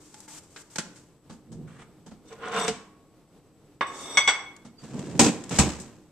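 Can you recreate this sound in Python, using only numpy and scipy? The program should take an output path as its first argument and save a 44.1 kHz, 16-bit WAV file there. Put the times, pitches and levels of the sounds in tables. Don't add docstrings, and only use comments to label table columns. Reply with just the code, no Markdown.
import sys
import numpy as np
from scipy import signal
from scipy.fft import rfft, irfft, next_fast_len
from scipy.io import wavfile
from scipy.ndimage import uniform_filter1d

SR = 44100
rng = np.random.default_rng(int(sys.argv[2]) if len(sys.argv) > 2 else 0)


def wav_record(signal):
    frames = np.transpose(np.atleast_2d(signal))
    bounded = np.clip(frames, -1, 1)
    quanta = np.round(bounded * 32767).astype(np.int16)
    wavfile.write(sys.argv[1], SR, quanta)


N = 269451
SCENE_T_S, RING_T_S = np.arange(N) / SR, np.arange(SR) / SR

# freq_hz, rim_db, foot_db, t60_s
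PLATE_MODES = [(1001, -12.5, -15.5, 0.17), (1098, -16, -8, 0.38), (1995, -13, -20, 0.1), (2191, 4, -2, 0.3),
               (3375, -1.5, -6.5, 0.33), (3610, -11, 4, 0.29), (4660, -13.5, -11, 0.33),
               (5615, -9.5, -3.5, 0.27), (6030, -8.5, -7, 0.38), (6200, -13, -13.5, 0.25),
               (7730, -6, 0, 0.35), (8390, -12.5, -2, 0.32), (9740, -29, -27.5, 0.16),
               (10220, -33, -27, 0.17), (11520, -32, -19, .13)]
# start_s, knock_db, treble_db, t60_s, foot_db, rim_db, tilt_db_per_oct, rise_s
PLATE_HITS = [(2.6797, -13.5, 29.5, 0.068, -63, -55, 0, .0002),
              (3.809, -1.5, -24.5, 0.1, -31, -50, -13.5, 0.00029),
              (3.868, -42, -6, .1, -56, -60, 2.5, .001), (4.1718, -3.5, -3, 0.13, -36, -17, -0.5, 0.00072),
              (4.2756, -1, -4, 0.15, -40, -19, 0, 0.0043)]
# time_s, grind_db, rasp_db
SCRAPE_LEVELS = [(2.24, -73, -78), (2.28, -64, -57.5), (2.33, -45, -55.5), (2.375, -60.5, -71),
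                 (2.44, -34.5, -55), (2.505, -37, -56), (2.545, -28.5, -47), (2.6, -28.5, -39),
                 (2.678, -34, -42.5)]
# freq_hz, width_hz, scraped_db, struck_db
FLOOR_RESONANCES = [(193.2, 56, 13, -9), (453.5, 48, 18, 1), (713, 26, 14.5, -7.5), (1023, 44, 11.5, -28),
                    (1402, 42, 12, -17), (2870, 29, 14.5, -15)]
# freq_hz, level_db
KNOCK_SPECTRUM = [(40, -25.5), (100, -13.5), (300, -15), (650, -3.5), (1100, 1), (1550, -1), (2800, -6.5),
                  (4500, -13.5), (8000, -22.5), (10000, -43.5), (14500, -62)]
GRIND_SPECTRUM = [(70, -71.5), (160, -15.5), (290, -17.5), (580, -10.5), (1150, -5), (1950, -11),
                  (3500, -17), (9000, -51)]
RASP_SPECTRUM = [(1500, -28), (3500, -2), (6500, 3.5), (8300, 0.5), (9300, -10), (14500, -35)]
STONE_SPECTRUM = [(60, -17), (380, 2.5), (1250, -5.5), (2000, -10.5), (3500, -15), (9500, -43.5)]
GLIDE_SPECTRUM = [(1500, -19), (3500, -8.5), (6500, 5), (8300, 1), (11500, -17.5), (14500, -24)]

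# start_s, length_s, run_up_s, rumble_db, hiss_db
DRAWER_RUNS = [(4.78, 0.407, 0.3, -27.5, -50.5), (5.304, 0.31, 0.02, -43.5, -55),
               (5.504, 0.15, 0.015, -29.5, -39)]
# start_s, level_db, treble_db
DRAWER_BANGS = [(5.193, -1, 3), (5.211, -6.5, 0.5), (5.23, -13, 2), (5.242, -11, 2.5), (5.262, -7, -7.5),
                (5.283, -14.5, -7), (5.586, -4.5, 3), (5.597, -8, -0.5), (5.615, -16, -3)]
# start_s, shudder_db, boom_db, hold_s
DRAWER_STOPS = [(5.192, -31.5, -23, 0.062), (5.586, -22.5, -28, 0.016)]
# start_s, level_db, treble_db, t60_s
GEAR_CLICKS = [(4.564, -35.5, 8.5, 0.023), (4.991, -25.5, -4.5, 0.043), (5.438, -24, 2, 0.022),
               (5.493, -25.5, 12.5, 0.032), (5.509, -17, -14.5, 0.29), (5.56, -21, 4, 0.12),
               (5.798, -41.5, 18.5, 0.18)]
# freq_hz, level_db, t60_s
PANEL_MODES = [(131.3, -8, 0.25), (187, -1, 0.16), (226, -0.5, 0.18), (298.3, 1.5, 0.21), (466, -6.5, 0.32),
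               (783, -10, 0.24), (995, -16, 0.11)]
CABINET_MODES = [(73, -14, 0.17), (133, -15, 0.2), (300, -21, .33)]
# freq_hz, width_hz, boost_db
BOX_RESONANCES = [(784, 45, 9), (995, 60, 6.5), (1390, 78, 5), (1847, 62, 5.5), (2572, 96, 8)]
# freq_hz, level_db
STEEL_SPECTRUM = [(40, -36.5), (80, -10.5), (180, 1.5), (290, 1), (600, -7), (900, -11.5), (1500, -15),
                  (2500, -14), (4500, -14.5), (7400, -8.5), (8200, -8), (9000, -22), (11000, -31),
                  (14500, -40)]
ROLLER_SPECTRUM = [(30, -27.5), (90, -4), (150, 3), (320, 0), (600, -11), (2000, -36), (4400, -81.5)]
RAIL_SPECTRUM = [(300, -3), (700, -2), (1300, -5), (4500, -11.5), (8000, -6.5), (9500, -22.5),
                 (14500, -35.5)]

# start_s, level_db, bass_db, treble_db, t60_s, ring_db
PAN_TAPS = [(0.1418, -32.5, -13, 7, 0.035, -46), (0.2026, -47, 0, 33.5, 0.022, -56),
            (.279, -38, -10, -20, 0.039, -47), (0.561, -22, -23, -14, 0.096, -56),
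            (0.7576, -18.5, -14, 6.5, 0.042, -39.5), (0.783, -12, -5.5, 0.5, 0.083, -38.5),
            (.958, -45, -24, 11.5, 0.22, -65)]
# freq_hz, level_db, t60_s
PAN_MODES = [(305, -8, .1), (615, -10, .07), (855, 0, .16), (1390, -6, .07), (2130, -7, .06)]
# start_s, length_s, level_db
FOIL_RUBS = [(0, .26, -53), (0.276, 0.11, -44), (0.429, 0.02, -55.5), (0.498, 0.086, -56.5),
             (0.571, 0.046, -47.5), (0.696, 0.086, -52.5), (0.944, 0.039, -59)]
ARM_BRUSHES = [(1.663, 0.13, -57.5), (1.786, 0.042, -54.5)]
# start_s, level_db, treble_db
BUMPS = [(1.295, -33, -10.5), (1.322, -45.5, 4), (1.516, -42.5, 4), (2.061, -39, -3), (2.109, -38, -13.5),
         (2.681, -26.5, -17), (4.647, -36.5, -6.5), (4.835, -36.5, -5), (4.932, -32.5, -35),
         (4.97, -32, -32.5)]
# freq_hz, level_db
FOIL_TAP_SPECTRUM = [(60, -11), (170, 6), (300, 2.5), (620, -8.5), (900, -15.5), (1450, -7), (3200, -12),
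                     (7900, -8.5), (14500, -44)]
FOIL_RUB_SPECTRUM = [(400, -16), (900, -5), (1900, -10.5), (4000, -10), (8100, 0.5), (9500, -12.5),
                     (14500, -22)]
BUMP_SPECTRUM = [(25, -53), (55, 2), (110, -8), (196, 9.5), (400, -9), (800, -12), (2200, -26), (8000, -19),
                 (14000, -50.5)]
FEET_SPECTRUM = [(50, -12.5), (162, 7), (400, -6.5), (900, -24), (2000, -70)]
SKIN_SPECTRUM = [(600, -5), (1200, 1), (3000, -7.5), (5000, -17.5), (8500, -10.5), (14000, -58)]

# freq_hz, level_db
HUM_SPECTRUM = [(20, -12.5), (60, -10.5), (147, -1.5), (240, -7.5), (470, -8.5), (600, -15), (1100, -20.5),
                (1600, -27.5), (6000, -32), (14000, -39.5)]
WHISTLE_SPECTRUM = [(6000, -25), (7900, -12), (10000, -28)]
# freq_hz, t60_s
ROOM_DECAY = [(300, 0.63), (1000, 0.61), (4000, 0.42), (8000, 0.38)]
# freq_hz, correlation
STEREO_LIKENESS = [(60, 0.75), (300, 0.98), (700, 0.95), (1400, 0.86), (3000, 0.54), (6500, 0.016),
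                   (14000, 0.17)]
# freq_hz, left_minus_right_db
PORT_BALANCE = [(60, -4.5), (200, -1.5), (1000, -1), (4000, 0), (6000, -5), (7000, -1), (7900, 17.5),
                (9500, 8), (14000, 27.5)]


def plate_rings(bite=2.4, chatter_s=0.036, buzz_db=4, buzz_width_hz=130):
    out = np.zeros((2, N))
    chatter = np.exp(-(RING_T_S / chatter_s) ** 2)
    for start_s, _, _, _, foot_db, rim_db, tilt_db_per_oct, _ in PLATE_HITS:
        modes = []
        for hz, at_rim_db, at_foot_db, t60_s in PLATE_MODES:
            db = max(rim_db + at_rim_db, foot_db + at_foot_db)
            modes.append((hz, db + tilt_db_per_oct * np.log2(hz / PLATE_MODES[3][0]), t60_s))
        clink = (1 + bite * chatter) * ring(modes, vary_db=1, blur_hz=9)
        contacts = chatter * unit(grains(SR, rate_hz=400, rough_db=4))
        buzz = colour(contacts, resonant(modes, buzz_width_hz)) * np.sqrt(SR / (np.pi * buzz_width_hz))
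        add(out, start_s, amp(-9.5) * (clink + amp(buzz_db) * buzz))
    add(out, 2.68, ring([(1108, -51, 1.1)], vary_db=0, blur_hz=0))
    return out


def plate_knocks():
    out = np.zeros((2, N))
    for start_s, db, treble_db, t60_s, *_, rise_s in PLATE_HITS:
        add(out, start_s, amp(db - 13.5) * blow(KNOCK_SPECTRUM, 0, treble_db, t60_s, rise_s))
    return out


def plate_scrape():
    pressure, rasp = gains(SCRAPE_LEVELS)
    out = amp(-0.5) * pressure * floor_grind()
    out += amp(-26.5) * pressure ** 0.49 * floor_drone()
    bowing = np.sqrt(rasp / rasp.max())
    grit = amp(-1) * friction(RASP_SPECTRUM, rate_hz=200, rough_db=7)
    song = amp(6) * bowing * plate_singing(tilt_db_per_oct=2, width_hz=77)
    return out + rasp * (grit + song)


def plate_slide(start_s=3.875, length_s=0.29, fastest_s=4.01, width_s=0.058):
    weight = amp(-32) * stroke(start_s, length_s, attack_s=0.008, t60_s=0.43, swell_db_per_s=71)
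    out = weight * amp(-3.5) * plate_singing(tilt_db_per_oct=1.5, width_hz=81)
    drag = amp(-42.5) * stroke(start_s, length_s, attack_s=0.005, t60_s=0.16, swell_db_per_s=21)
    out += drag * friction(STONE_SPECTRUM, rate_hz=120, rough_db=-0.5, resonances=[(1224, 60, 9)])
    speed = np.exp(-0.5 * ((SCENE_T_S - fastest_s) / width_s) ** 2)
    return out + amp(-45.5) * speed * friction(GLIDE_SPECTRUM, rate_hz=1500, rough_db=1.5)


def plate_singing(tilt_db_per_oct, width_hz):
    modes = [(hz, db + tilt_db_per_oct * np.log2(hz / PLATE_MODES[0][0])) for hz, _, db, _ in PLATE_MODES]
    return unit(colour(grains(N, rate_hz=310, rough_db=3.5), resonant(modes, width_hz)))


def floor_grind(cross_s=2.58, cross_length_s=0.15, sag=0.026, slip_rate_hz=70, slip_db=2):
    def grind(shift):
        resonances = [(hz * shift, width_hz, db) for hz, width_hz, db, _ in FLOOR_RESONANCES]
        return friction(GRIND_SPECTRUM, rate_hz=400, rough_db=1.5, resonances=resonances)
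    near, far = grind(1 + sag), grind(1 - sag)
    crossed = np.clip((SCENE_T_S - cross_s) / cross_length_s + 0.5, 0, 1)
    slips = np.interp(SCENE_T_S * slip_rate_hz, np.arange(SR), rng.standard_normal(SR))
    return unit(amp(slip_db * slips) * (np.sqrt(1 - crossed) * near + np.sqrt(crossed) * far))


def floor_drone():
    modes = [(hz, db) for hz, _, _, db in FLOOR_RESONANCES[:2]]
    return unit(colour(grains(N, rate_hz=70, rough_db=1), resonant(modes, width_hz=120)))


def floor_thunk(t60_s=0.13):
    out = np.zeros((2, N))
    modes = [(hz, db, t60_s) for hz, _, _, db in FLOOR_RESONANCES]
    thunk = ring(modes, vary_db=0.5, blur_hz=10) * onset(0.004)
    add(out, PLATE_HITS[0][0], amp(-17.5) * thunk)
    return out


def drawer_impacts(latch_s=5.588):
    out = np.zeros((2, N))
    for start_s, db, treble_db in DRAWER_BANGS:
        bang = blow(STEEL_SPECTRUM, bass_db=2.5, treble_db=treble_db, t60_s=0.12, rise_s=0.001)
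        add(out, start_s, amp(db - 8) * colour(bang, lambda hz: peaks(BOX_RESONANCES, hz)))
    for start_s, _, boom_db, hold_s in DRAWER_STOPS:
        add(out, start_s, amp(boom_db) * ring(PANEL_MODES, vary_db=-1, blur_hz=6.6, hold_s=hold_s))
    for start_s, db, treble_db, t60_s in GEAR_CLICKS:
        click = blow(STEEL_SPECTRUM, bass_db=-15.5, treble_db=treble_db, t60_s=t60_s, rise_s=0.001)
        add(out, start_s, amp(db - 7.5) * click)
    add(out, latch_s, ring(CABINET_MODES, vary_db=4, blur_hz=0.81) * onset(0.005))
    return out


def drawer_rolling():
    rumble = hiss = shudder = 0
    for start_s, length_s, run_up_s, rumble_db, hiss_db in DRAWER_RUNS:
        speed = stroke(start_s, length_s, run_up_s, t60_s=0.13)
        rumble += amp(rumble_db) * speed
        hiss += amp(hiss_db) * np.sqrt(speed)
    for start_s, db, _, _ in DRAWER_STOPS:
        shudder += amp(db) * stroke(start_s, length_s=0.03, attack_s=0.079, t60_s=0.73)
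    panels = [(hz, 25, 3) for hz, _, _ in PANEL_MODES]
    rollers = friction(ROLLER_SPECTRUM, rate_hz=38, rough_db=2.5, resonances=panels)
    rails = friction(RAIL_SPECTRUM, rate_hz=280, rough_db=3)
    return amp(-7) * (rumble + shudder) * rollers + amp(2) * (hiss + amp(-14) * shudder) * rails


def foil_pan():
    grip = amp(-65.5) * stroke(start_s=0, length_s=1.06, attack_s=0.01, t60_s=0.4)
    rubs = [amp(db) * stroke(start_s, length_s, attack_s=0.0067, t60_s=0.054, swell_db_per_s=12.5)
            for start_s, length_s, db in FOIL_RUBS]
    crinkle = friction(FOIL_RUB_SPECTRUM, rate_hz=100, rough_db=1.5)
    out = amp(-1.5) * np.max([grip, *rubs], axis=0) * crinkle
    for start_s, db, bass_db, treble_db, t60_s, ring_db in PAN_TAPS:
        add(out, start_s, amp(db - 8) * blow(FOIL_TAP_SPECTRUM, bass_db, treble_db, t60_s, rise_s=0.0008))
        add(out, start_s, amp(ring_db) * ring(PAN_MODES, vary_db=1, blur_hz=20))
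    return out


def handling():
    step = amp(-41.5) * stroke(start_s=1.463, length_s=0.14, attack_s=0.1, t60_s=0.97)
    out = step * friction(FEET_SPECTRUM, rate_hz=60, rough_db=1.5)
    arm = sum(amp(db) * stroke(start_s, length_s, attack_s=0.016, t60_s=0.15)
              for start_s, length_s, db in ARM_BRUSHES)
    out += arm * friction(SKIN_SPECTRUM, rate_hz=150, rough_db=1.5)
    for start_s, db, treble_db in BUMPS:
        bump = blow(BUMP_SPECTRUM, bass_db=-4.5, treble_db=treble_db, t60_s=0.15, rise_s=0.0045)
        add(out, start_s, amp(db + 2.5) * bump)
    return out


def faint_squeak(pitch_hz=4635):
    squeak = friction([(pitch_hz, 0)], rate_hz=100, rough_db=1.5, resonances=[(pitch_hz, 300, 50)])
    return amp(-55.5) * stroke(start_s=4.77, length_s=0.038, attack_s=0.02, t60_s=0.079) * squeak


def room_tone():
    hum = friction(HUM_SPECTRUM, rate_hz=19, rough_db=2, resonances=[(304.2, 17, 11.4)])
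    whistle = friction(WHISTLE_SPECTRUM, rate_hz=8, rough_db=0, resonances=[(7900, 170, 14)])
    return amp(-56.5) * hum + amp([[-73], [-83]]) * whistle


def kitchen(x, wet_db, build_s=0.00042):
    hz, t_s, noise = signal.stft(spread(rng.standard_normal((2, SR))), SR, nperseg=256)
    decay = amp(-60 * t_s / along(ROOM_DECAY, hz)[:, None])
    tail = signal.istft(noise * decay, SR, nperseg=256)[1][:, :SR]
    tail *= 1 - np.exp(-(RING_T_S / build_s) ** 2)
    return x + amp(wet_db) * signal.fftconvolve(x, tail / np.linalg.norm(tail[0]), axes=1)[:, :N]


def microphone(sound):
    def port_db(hz):
        lean = amp(along(PORT_BALANCE, hz) * np.array([[0.5], [-0.5]]))
        return 20 * np.log10(lean / np.sqrt(np.mean(lean ** 2, axis=0)))
    left, right = colour(sound, port_db)
    return np.array([np.pad(left, (2, 0))[:N], right])


def ring(modes, vary_db, blur_hz, hold_s=0):
    out = np.zeros((2, SR))
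    for (hz, db, t60_s), (strength, phase, side) in zip(modes, rng.standard_normal((len(modes), 3))):
        skew = stereo_angle(hz) * np.sign(side)
        wander = np.cumsum(rng.standard_normal(SR)) * np.sqrt(2 * np.pi * blur_hz / SR)
        wander = uniform_filter1d(wander, size=200)
        fade = amp(db + vary_db * strength - 60 * np.maximum(RING_T_S - hold_s, 0) / t60_s)
        out += fade * np.sin(2 * np.pi * hz * RING_T_S + np.pi * phase + wander + [[skew], [-skew]])
    return out * onset(0.00016)


def blow(spectrum, bass_db, treble_db, t60_s, rise_s, bass_hz=450, treble_hz=4500):
    def shelves_db(hz):
        return bass_db / (1 + (hz / bass_hz) ** 2) + treble_db * hz ** 2 / (hz ** 2 + treble_hz ** 2)
    fade = amp(-60 * RING_T_S / max(t60_s, 0.01)) * onset(rise_s)
    power = np.mean(amp(along(spectrum, np.fft.rfftfreq(SR, 1 / SR))) ** 2)
    burst = fade * unit(grains(SR, rate_hz=270, rough_db=1)) / np.sqrt(power)
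    return colour(burst, lambda hz: along(spectrum, hz) + shelves_db(hz))


def friction(spectrum, rate_hz, rough_db, resonances=()):
    return unit(colour(grains(N, rate_hz, rough_db), lambda hz: along(spectrum, hz) + peaks(resonances, hz)))


def grains(size, rate_hz, rough_db):
    knots = rng.standard_normal(size)
    strength = amp(rough_db * np.interp(np.arange(size) * rate_hz / SR, np.arange(size), knots))
    return spread(strength * rng.standard_normal((2, size)))


def stroke(start_s, length_s, attack_s, t60_s, swell_db_per_s=0):
    t_s = SCENE_T_S - start_s
    past_s = t_s - length_s
    level_db = swell_db_per_s * np.minimum(past_s, 0) - 60 * np.maximum(past_s, 0) / t60_s
    return np.clip(t_s / attack_s, 0, 1) * amp(level_db)


def onset(rise_s):
    return 1 - np.exp(-RING_T_S / rise_s)


def resonant(modes, width_hz):
    gain_peaks = [(hz, width_hz, amp(db)) for hz, db, *_ in modes]
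    return lambda hz: 20 * np.log10(peaks(gain_peaks, hz))


def peaks(resonances, hz):
    return sum(height / (1 + (2 * (hz - centre_hz) / width_hz) ** 2)
               for centre_hz, width_hz, height in resonances)


def colour(x, db_at):
    size = 2 * next_fast_len(x.shape[1] // 2 + SR // 10, real=True)
    gain = np.maximum(amp(db_at(np.fft.rfftfreq(size, 1 / SR))), 1e-6)
    cepstrum = irfft(np.log(gain), size)
    cepstrum[..., 1:size // 2] *= 2
    cepstrum[..., size // 2 + 1:] = 0
    return irfft(rfft(x, size) * np.exp(rfft(cepstrum)), size)[:, :x.shape[1]]


def spread(pair):
    size = next_fast_len(pair.shape[1], real=True)
    angle = stereo_angle(np.fft.rfftfreq(size, 1 / SR))
    mid, side = irfft(rfft(pair, size) * [np.cos(angle), np.sin(angle)], size)[:, :pair.shape[1]]
    return np.array([mid + side, mid - side])


def stereo_angle(hz):
    return np.arccos(np.clip(along(STEREO_LIKENESS, hz), -1, 1)) / 2


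def along(points, hz):
    points_hz, values = np.transpose(points)
    return np.interp(np.log(hz + 1), np.log(points_hz + 1), values)


def gains(rows):
    times_s, *columns = np.transpose(rows)
    return [amp(np.interp(SCENE_T_S, times_s, db, left=-150, right=-150)) for db in columns]


def add(track, start_s, sound):
    part = track[:, round(start_s * SR):][:, :sound.shape[1]]
    part += sound[:, :part.shape[1]]


def amp(db):
    return 10 ** (np.asarray(db) / 20)


def unit(x):
    return x / np.sqrt(np.mean(x ** 2) + 1e-20)


def scene():
    sound = kitchen(foil_pan() + handling(), wet_db=-9.5)
    sound += kitchen(plate_scrape() + plate_slide(), wet_db=-12)
    sound += kitchen(plate_knocks(), wet_db=-8)
    sound += kitchen(plate_rings(), wet_db=-7.5)
    sound += kitchen(drawer_rolling() + faint_squeak() + drawer_impacts(), wet_db=-13)
    sound += kitchen(floor_thunk(), wet_db=-21.5)
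    return microphone(sound) + room_tone()


def record(dry):
    top_hz = 14400
    clipped = dry / (1 + dry ** 6) ** (1 / 6)
    size = next_fast_len(N + SR // 2)
    passband = np.fft.rfftfreq(size, 1 / SR) < top_hz
    return irfft(rfft(clipped, size) * passband, size)[:, :N]


dry = scene()
out = record(dry)
wav_record(out)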